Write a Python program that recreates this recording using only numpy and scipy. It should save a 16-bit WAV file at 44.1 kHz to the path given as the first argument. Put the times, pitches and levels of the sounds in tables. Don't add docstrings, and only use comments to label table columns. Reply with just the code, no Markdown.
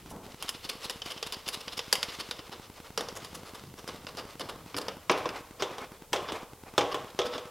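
import sys
import numpy as np
from scipy import signal
from scipy.fft import rfft, irfft, next_fast_len
from scipy.io import wavfile
from scipy.ndimage import map_coordinates

SR = 44100
rng = np.random.default_rng(int(sys.argv[2]) if len(sys.argv) > 2 else 0)


def wav_record(signal):
    frames = np.transpose(np.atleast_2d(signal))
    bounded = np.clip(frames, -1, 1)
    quanta = np.round(bounded * 32767).astype(np.int16)
    wavfile.write(sys.argv[1], SR, quanta)


N = 330750

# (frequency [Hz], fade time [s])
ECHO_FADE = [(100, 0.02), (450, 0.39), (1200, 0.73), (3500, 0.57), (6000, .5), (12000, 0.58)]
# (frequency [Hz], level [dB])
ECHO_COLOUR = [(100, 21), (450, 10.5), (1200, 3), (3500, 0), (6500, -1), (12000, -4.5)]
# (frequency [Hz], level [dB])
ROOM_COLOUR = [(12, -42), (20, -2.5), (77, 0), (328, -15), (472, -2), (624, -12), (949, -10), (1120, -19.5),
               (1860, -21), (3250, -18), (4060, -19.5), (14300, -21.5), (16000, -25.5)]
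HISS_COLOUR = [(12, -32), (20, -6.5), (485, -17), (698, -17), (849, -17), (976, -27), (3630, -26),
               (4420, -17.5), (13900, -15), (16000, -16.5)]
SHOE_COLOUR = [(80, -4), (150, -10), (240, 3.5), (400, -5), (650, -5), (880, -4.5), (1150, -11),
               (1600, -20), (4000, -50)]
GLOVE_COLOUR = [(710, -28), (1200, 2), (1630, -7), (2180, 1.5), (2350, -5), (2920, 0), (5180, -4.5),
                (6580, -9), (15000, -21), (16000, -35)]
SLEEVE_COLOUR = [(150, -22), (250, -3), (468, -1.5), (701, -2), (1150, -3), (1730, -11), (2500, -9.5),
                 (3250, -35), (5500, -120)]
FENDER_COLOUR = [(30, -29), (60, -6), (85, -3.5), (108, -3), (160, -4.5), (220, -6.5), (400, -15),
                 (800, -60)]
HOSE_COLOUR = [(120, -29), (230, -8), (380, -5), (700, -5.5), (1100, -3), (1620, -5.5), (2300, -6),
               (3200, -5.5), (4200, -7.5), (5300, -7), (6200, -10), (8400, -13), (10700, -12.5),
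               (16000, -23)]
CLAMP_COLOUR = [(90, -43), (180, -10), (320, -13), (460, -3), (700, -4), (1050, -1), (1480, -4), (2300, -5),
                (3200, -2), (4100, -5.5), (4800, 0), (8400, -15), (10800, -11), (16000, -27)]
PLASTIC_COLOUR = [(40, -48), (80, -15), (160, -10.5), (250, -14.5), (340, -5.5), (430, 1), (680, -5),
                  (1050, -1.5), (1400, -5), (2100, -8.5), (3200, -8), (4400, -13.5), (5600, -10.5),
                  (10500, -26.5), (16000, -34)]
# (frequency [Hz], width [Hz], level [dB])
FITTING_PEAKS = [(474, 65, 1), (1120, 300, 1), (2890, 360, 4), (3550, 180, 4), (4640, 230, -11),
                 (5110, 650, 3), (10800, 990, -5)]
CLAMP_PEAKS = [(464, 130, -0.5), (2160, 50, -21), (2980, 390, 1.5), (3670, 130, 3), (4640, 140, -8),
               (4930, 220, -22), (5170, 260, 1), (7340, 290, 1), (9420, 200, 0), (11000, 250, 0)]
PLASTIC_PEAKS = [(293, 25, 0.5), (370, 42, 1.5), (499, 37, -0.5), (621, 82, 2.5), (759, 13, 2.5),
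                 (819, 13, 4.5), (1030, 61, -7), (1084, 100, 0.5), (1110, 29, -11), (1227, 24, -5.5),
                 (2430, 130, -13.5), (3050, 300, -11), (3490, 140, -1.5)]
# (frequency [Hz], level [dB], time to fade 60 dB [s])
DUCT_NOTES = [(390.3, 1, 0.29), (482, 3.5, 0.71), (500, -1.5, 1), (550, -4.5, 0.73), (610, -2, 0.89),
              (677, -6, 0.34), (775, -12, 0.25), (1070, -40, 0.3), (1240, 1, 0.26), (1307, -7, 1),
              (3660, -12, 0.32)]
FENDER_NOTES = [(118.4, -1.5, 0.3), (156, -5.5, 0.5), (177.6, -7.5, 0.48), (253, -12, 0.33), (286, 6, 0.43),
                (318, -2, 0.92), (345, -7.5, 0.19), (387, 5, 0.14)]
# (low [dB], middle [dB], treble [dB])
HOSE_TONE = [(0.5, -1.5, -1.5), (10.5, 7, 0.5)]
CLAMP_TONE = [(-1, 0.5, 3.5), (10, 6.5, 6)]

# (start [s], end [s])
TICK_RUNS = [(.0604, .3), (.3445, 2.95), (3.0236, 5.), (5.1001, 7.5)]
# (time [s], level [dB])
GLOVE_EFFORT = [(0.0, -58.5), (0.38, -53), (0.6, -51), (1.23, -49), (1.54, -54.5), (1.94, -49), (2.21, -48),
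                (2.61, -53.5), (2.84, -56), (3.34, -50.5), (3.8, -53.5), (5.35, -58), (6.14, -64.5),
                (6.29, -59), (6.47, -75), (6.77, -61), (6.92, -52.5), (7.5, -60.5)]
# (middle time [s], level [dB])
ARM_SWINGS = [(3.46, -49), (4.55, -52), (4.92, -45.5), (5.3, -46), (5.77, -36.5), (6.35, -42.5),
              (6.97, -42), (7.43, -50.5)]
# (start [s], end [s], level [dB])
FENDER_LEANS = [(0, 0.203, -54), (3.05, 5.3, -54.5), (6.15, 6.35, -56), (6.786, 7., -54)]
# (time [s], level [dB])
FENDER_THUMPS = [(2.977, -45), (4.745, -31), (5.097, -28), (6.78, -29)]
# (middle time [s], level [dB], treble [dB], half length [s])
HOSE_SLIPS = [(.11, -51, 14.5, 0.0078), (.412, -45.5, -3, .007), (.484, -39, 1, 0.0031),
              (.55, -42, -6, 0.0082), (.651, -37, 1, .009), (.698, -30, 3, 0.0043), (.847, -33.5, 3, 0.011),
              (.907, -35.5, 3.5, 0.0052), (1.063, -39, 0, 0.0055), (1.114, -34, 2, .008),
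              (1.18, -41, -4, .005), (1.27, -36, 4, .005), (1.339, -35, -1.5, 0.0069),
              (1.467, -40.5, -4, 0.0046), (1.481, -36, 7, 0.0029), (1.542, -32, 4.5, 0.0079),
              (1.611, -40.5, 2, 0.0045), (1.731, -37.5, -0.5, .008), (1.779, -34.5, 3.5, 0.0046),
              (2.094, -37.5, -4, 0.0095), (2.205, -31.5, 0.5, 0.0072), (2.395, -42, -13, 0.0053),
              (2.53, -40.5, -4, .009), (2.863, -51.5, 1, 0.018), (2.996, -39, -2, .006),
              (3.169, -41, 6, 0.0081), (3.353, -43.5, 10, 0.0054), (3.484, -47, 5, .02),
              (3.553, -45.5, 6.5, 0.0062), (3.791, -46, 2, .01), (3.891, -39.5, -9, 0.0038),
              (4.09, -43.5, -2.5, .006), (4.191, -37, -4, 0.0093), (4.413, -36, -1.5, 0.0055),
              (4.498, -38.5, 1, 0.0053), (4.785, -34, 3.5, 0.0029), (5.116, -38, 6, .003),
              (5.184, -42, 4, .008), (5.608, -38, -7, 0.0061), (6.295, -35.5, -15, 0.01),
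              (6.925, -36.5, -7, 0.0074), (7.264, -36.5, -2, 0.0088), (7.345, -35.5, -9, 0.016)]
# (time [s], level [dB], treble [dB], ring pitch [Hz])
CLAMP_CLICKS = [(.425, -36, 4.5, 3140), (0.491, -31.5, 4.5, 2900), (.897, -33.5, 0.5, 2880),
                (1.0186, -36, -13, 3080), (1.2273, -29, -8.5, 3280), (1.3231, -33.5, 0.5, 3800),
                (1.487, -31, 3, 4900), (1.68, -33.5, -14, 3230), (1.7918, -29.5, -9, 3500),
                (1.9271, -19, 1.5, 4880), (1.954, -31, -0.5, 2100), (2.0291, -27.5, -3, 2130),
                (2.3109, -31, -7, 3680), (2.976, -28.5, -5.5, 5600), (3.008, -35, -4.5, 3630),
                (3.0861, -39.5, -8, 5850), (3.247, -43, 0.5, 4800), (3.8767, -40, -1, 5050),
                (4.068, -40, -12, 2750), (4.171, -41, -5, 4670), (4.396, -39, -3.5, 5200),
                (4.7438, -38.5, -34, 2340), (4.766, -38, -1, 4800), (4.773, -38, 2, 5190),
                (4.8147, -41.5, -1, 4800), (4.883, -33.5, -10.5, 2980), (5.2902, -37, -12, 2700)]
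# (time [s], level [dB], depth [dB], treble [dB], ring pitch [Hz],
# duct level [dB], bounce delay [s], settling delay [s]); depth lifts the low and middle pitches
PLASTIC_KNOCKS = [(5.096, -18, 1, -7, 2460, -28, 0.024, 0.16),
                  (5.622, -25, -2.5, 2.5, 3500, -37, 0.0056, 0.16),
                  (6.1304, -21.5, 0, 5.5, 3220, -35, .03, .19), (6.7789, -18.5, 1, 3, 3380, -26, .03, .165),
                  (7.1896, -22.5, -4, -1, 3500, -21, 0.026, 0.19)]
# (level [dB], depth [dB], treble [dB])
KNOCK_STAGES = [(0, 0, -2.5), (-9, -2.5, -7), (-12.5, 1, -1)]

MOVE_S = (2.18, 2.61)


def amp(db):
    return 10 ** (np.asarray(db) / 20)


def unit(x):
    return x / np.sqrt(np.mean(x ** 2) + 1e-20)


def along(points, hz):
    freqs, values = np.transpose(points)
    return np.interp(np.log(hz + 1), np.log(freqs + 1), values)


def wobble(rate):
    return map_coordinates(rng.standard_normal(int(N * rate / SR) + 4), [np.arange(N) * rate / SR])


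def filtered(x, gain):
    size = next_fast_len(N + SR // 2)
    return irfft(rfft(x, size) * gain(np.fft.rfftfreq(size, 1 / SR)), size)[..., :N]


def noise(colour):
    return unit(filtered(rng.standard_normal(N), lambda hz: amp(along(colour, hz))))


def add(track, s, sound):
    start = max(round(s * SR), 0)
    track[start:start + len(sound)] += sound[:max(N - start, 0)]


def garage_echo():
    hz, t, spectrum = signal.stft(rng.standard_normal(SR), SR, nperseg=256)
    fade_db = along(ECHO_COLOUR, hz)[:, None] - 60 * t / along(ECHO_FADE, hz)[:, None]
    echo = signal.istft(spectrum * amp(fade_db), SR, nperseg=256)[1]
    echo *= 1 - np.exp(-np.arange(len(echo)) / SR / 0.0023)
    return echo / np.linalg.norm(echo)


def beacon_ticks():
    period_s, burst_s, sag_hz = .1024, .0017, 140
    t, bursts = np.arange(N) / SR, np.zeros(N)
    for start, end in TICK_RUNS:
        bursts += (t >= start) & (t < end) & ((t - start) % period_s < burst_s)
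    return -amp(-34) * signal.lfilter(*signal.butter(1, sag_hz, "high", fs=SR), bursts)


def shoe_scuff():
    times_s, levels_db = (.09, .11, .14, .23, .3, .45), (-90, -44, -43.5, -50.5, -53.5, -88)
    slide_db = np.interp(np.arange(N) / SR, times_s, levels_db)
    return amp(slide_db + 0.88 * wobble(134)) * noise(SHOE_COLOUR)


def body_rustle():
    swing_half_s, fade_db_per_s = 0.086, 130
    t = np.arange(N) / SR
    swish = sum(amp(db) * np.exp(-((t - s) / swing_half_s) ** 2 / 2) for s, db in ARM_SWINGS)
    lean = sum(amp(db - fade_db_per_s * abs(t - np.clip(t, start, end)))
               for start, end, db in FENDER_LEANS)
    effort = amp(np.interp(t, *np.transpose(GLOVE_EFFORT)))
    grip_db = 4.6 * wobble(28)
    glove_level = np.hypot(effort, amp(-10.5) * swish)
    sleeve_level = np.hypot(amp(-53.5), swish)
    fender_level = np.hypot(amp(-64), lean)
    glove = glove_level * amp(grip_db - 5.5 + 2.4 * wobble(300)) * noise(GLOVE_COLOUR)
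    sleeve = sleeve_level * amp(grip_db - 7 + 1.6 * wobble(90)) * noise(SLEEVE_COLOUR)
    fender = fender_level * amp(3.2 * wobble(20) - 2) * noise(FENDER_COLOUR)
    return glove + sleeve + fender


def hollow_ring(strikes, notes, attack_s):
    out, t = np.zeros(N), np.arange(SR) / SR
    for s, db in strikes:
        ring = np.zeros(SR)
        for hz, note_db, fade_s in notes:
            fade = amp(note_db + rng.normal(0, 2.8) - 60 * t / fade_s)
            ring += fade * np.sin(2 * np.pi * (hz * t + rng.random()))
        add(out, s, amp(db - 14) * ring * (1 - np.exp(-t / attack_s)))
    return out


def part_response(colour, peaks, touch, peak_db, ring_db, ring_width, size=8192):
    low_db, middle_db, treble_db, ring_hz = touch
    hz = np.fft.rfftfreq(size, 1 / SR)
    bump = lambda centre, width: 1 / (1 + (2 * (hz - centre) / width) ** 2)
    peak_power = sum(amp(db + peak_db) ** 2 * bump(centre, width) for centre, width, db in peaks)
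    ring_power = amp(ring_db) ** 2 * bump(ring_hz, ring_width * ring_hz)
    gain = unit(amp(along(colour, hz)) * np.sqrt(1 + peak_power + ring_power))
    tone = [(620, low_db), (900, middle_db), (1600, middle_db),
            (2500, 0), (5400, 0.0039), (8000, treble_db)]
    gain *= amp(along(tone, hz))
    cepstrum = irfft(np.log(np.maximum(gain, 1e-5)))
    fold_forward = np.r_[1, np.full(size // 2 - 1, 2), 1, np.zeros(size // 2 - 1)]
    return irfft(np.exp(rfft(cepstrum * fold_forward)))


def contact(force, response, db, echo_db, echo_delay=0):
    drive = np.pad(amp(echo_db) * garage_echo(), (echo_delay, 0))
    drive[:len(force)] += force / np.linalg.norm(force)
    return amp(db) * np.sqrt(SR / 100) * signal.fftconvolve(drive, response)


def blow(scatter_db, contact_s, fade_s):
    t = np.arange(SR // 10) / SR
    strike = t * np.exp(-t / contact_s)
    scatter = amp(-60 * t / fade_s) * (1 - np.exp(-t / contact_s))
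    strength = np.hypot(unit(strike), amp(scatter_db) * unit(scatter))
    return strength * rng.choice([-1, 1], len(t))


def tone_at(s, tones):
    return [np.interp(s, MOVE_S, pair) for pair in np.transpose(tones)]


def faint_slips(per_second=3.9):
    when, softness, length = rng.random((round(per_second * N / SR), 3)).T
    times = when * N / SR
    levels = np.interp(times, *np.transpose(GLOVE_EFFORT)) - 2 - 5 * softness
    return [(s, db, 0, half_s) for s, db, half_s in zip(times, levels, .008 * (.5 + length))]


def hose_rubs(slips):
    out = np.zeros(N)
    for s, db, bright_db, half_s in slips:
        low_db, middle_db, treble_db = tone_at(s, HOSE_TONE)
        octaves = .035 * bright_db + .2 * rng.standard_normal()
        squeak_hz = np.interp(s, MOVE_S, (3800, 4620)) * 2 ** octaves
        touch = low_db, middle_db, treble_db + bright_db, squeak_hz
        response = part_response(HOSE_COLOUR, FITTING_PEAKS, touch,
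                                 peak_db=4.5, ring_db=11.5, ring_width=0.089)
        offset = np.arange(-3, 3, 1 / (half_s * SR))
        catches = rng.standard_normal(len(offset)) * amp(7.3 * rng.standard_normal(len(offset)))
        force = catches * np.exp(-offset ** 2 / 2)
        add(out, s - 3 * half_s, contact(force, response, db, echo_db=-8.5, echo_delay=len(force) // 2))
    return out


def clamp_clicks():
    out = np.zeros(N)
    for s, db, bright_db, ring_hz in CLAMP_CLICKS:
        low_db, middle_db, treble_db = tone_at(s, CLAMP_TONE)
        touch = low_db, middle_db, treble_db + bright_db, ring_hz
        response = part_response(CLAMP_COLOUR, CLAMP_PEAKS, touch,
                                 peak_db=2.5, ring_db=10, ring_width=0.065)
        force = blow(scatter_db=1, contact_s=0.00057, fade_s=0.049)
        add(out, s, contact(force, response, db, echo_db=-11))
    return out


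def plastic_knocks():
    out = np.zeros(N)
    for s, db, depth_db, treble_db, ring_hz, _, bounce_s, settle_s in PLASTIC_KNOCKS:
        for delay, (stage_db, deeper_db, brighter_db) in zip((0, bounce_s, settle_s), KNOCK_STAGES):
            touch = depth_db + deeper_db, depth_db + deeper_db, treble_db + brighter_db, ring_hz
            response = part_response(PLASTIC_COLOUR, PLASTIC_PEAKS, touch,
                                     peak_db=5.5, ring_db=6, ring_width=0.19)
            force = blow(scatter_db=3, contact_s=0.00085, fade_s=0.074)
            add(out, s + delay, contact(force, response, db + stage_db, echo_db=-8))
    return out


def scene():
    handling = clamp_clicks() + plastic_knocks() + hose_rubs(HOSE_SLIPS) + body_rustle() + shoe_scuff()
    jolts = [(s, duct_db) for s, _, _, _, _, duct_db, _, _ in PLASTIC_KNOCKS]
    duct = hollow_ring(jolts, DUCT_NOTES, attack_s=0.0011)
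    fender = hollow_ring(FENDER_THUMPS, FENDER_NOTES, attack_s=0.0012)
    room = amp(-56.5) * noise(ROOM_COLOUR)
    hiss = amp(-62) * noise(HISS_COLOUR)
    mix = room + beacon_ticks() + hose_rubs(faint_slips()) + duct + fender + handling
    return np.array([mix + hiss, mix - hiss])


def record(dry):
    return filtered(dry, lambda hz: hz < 16000)


dry = scene()
out = record(dry)
wav_record(out)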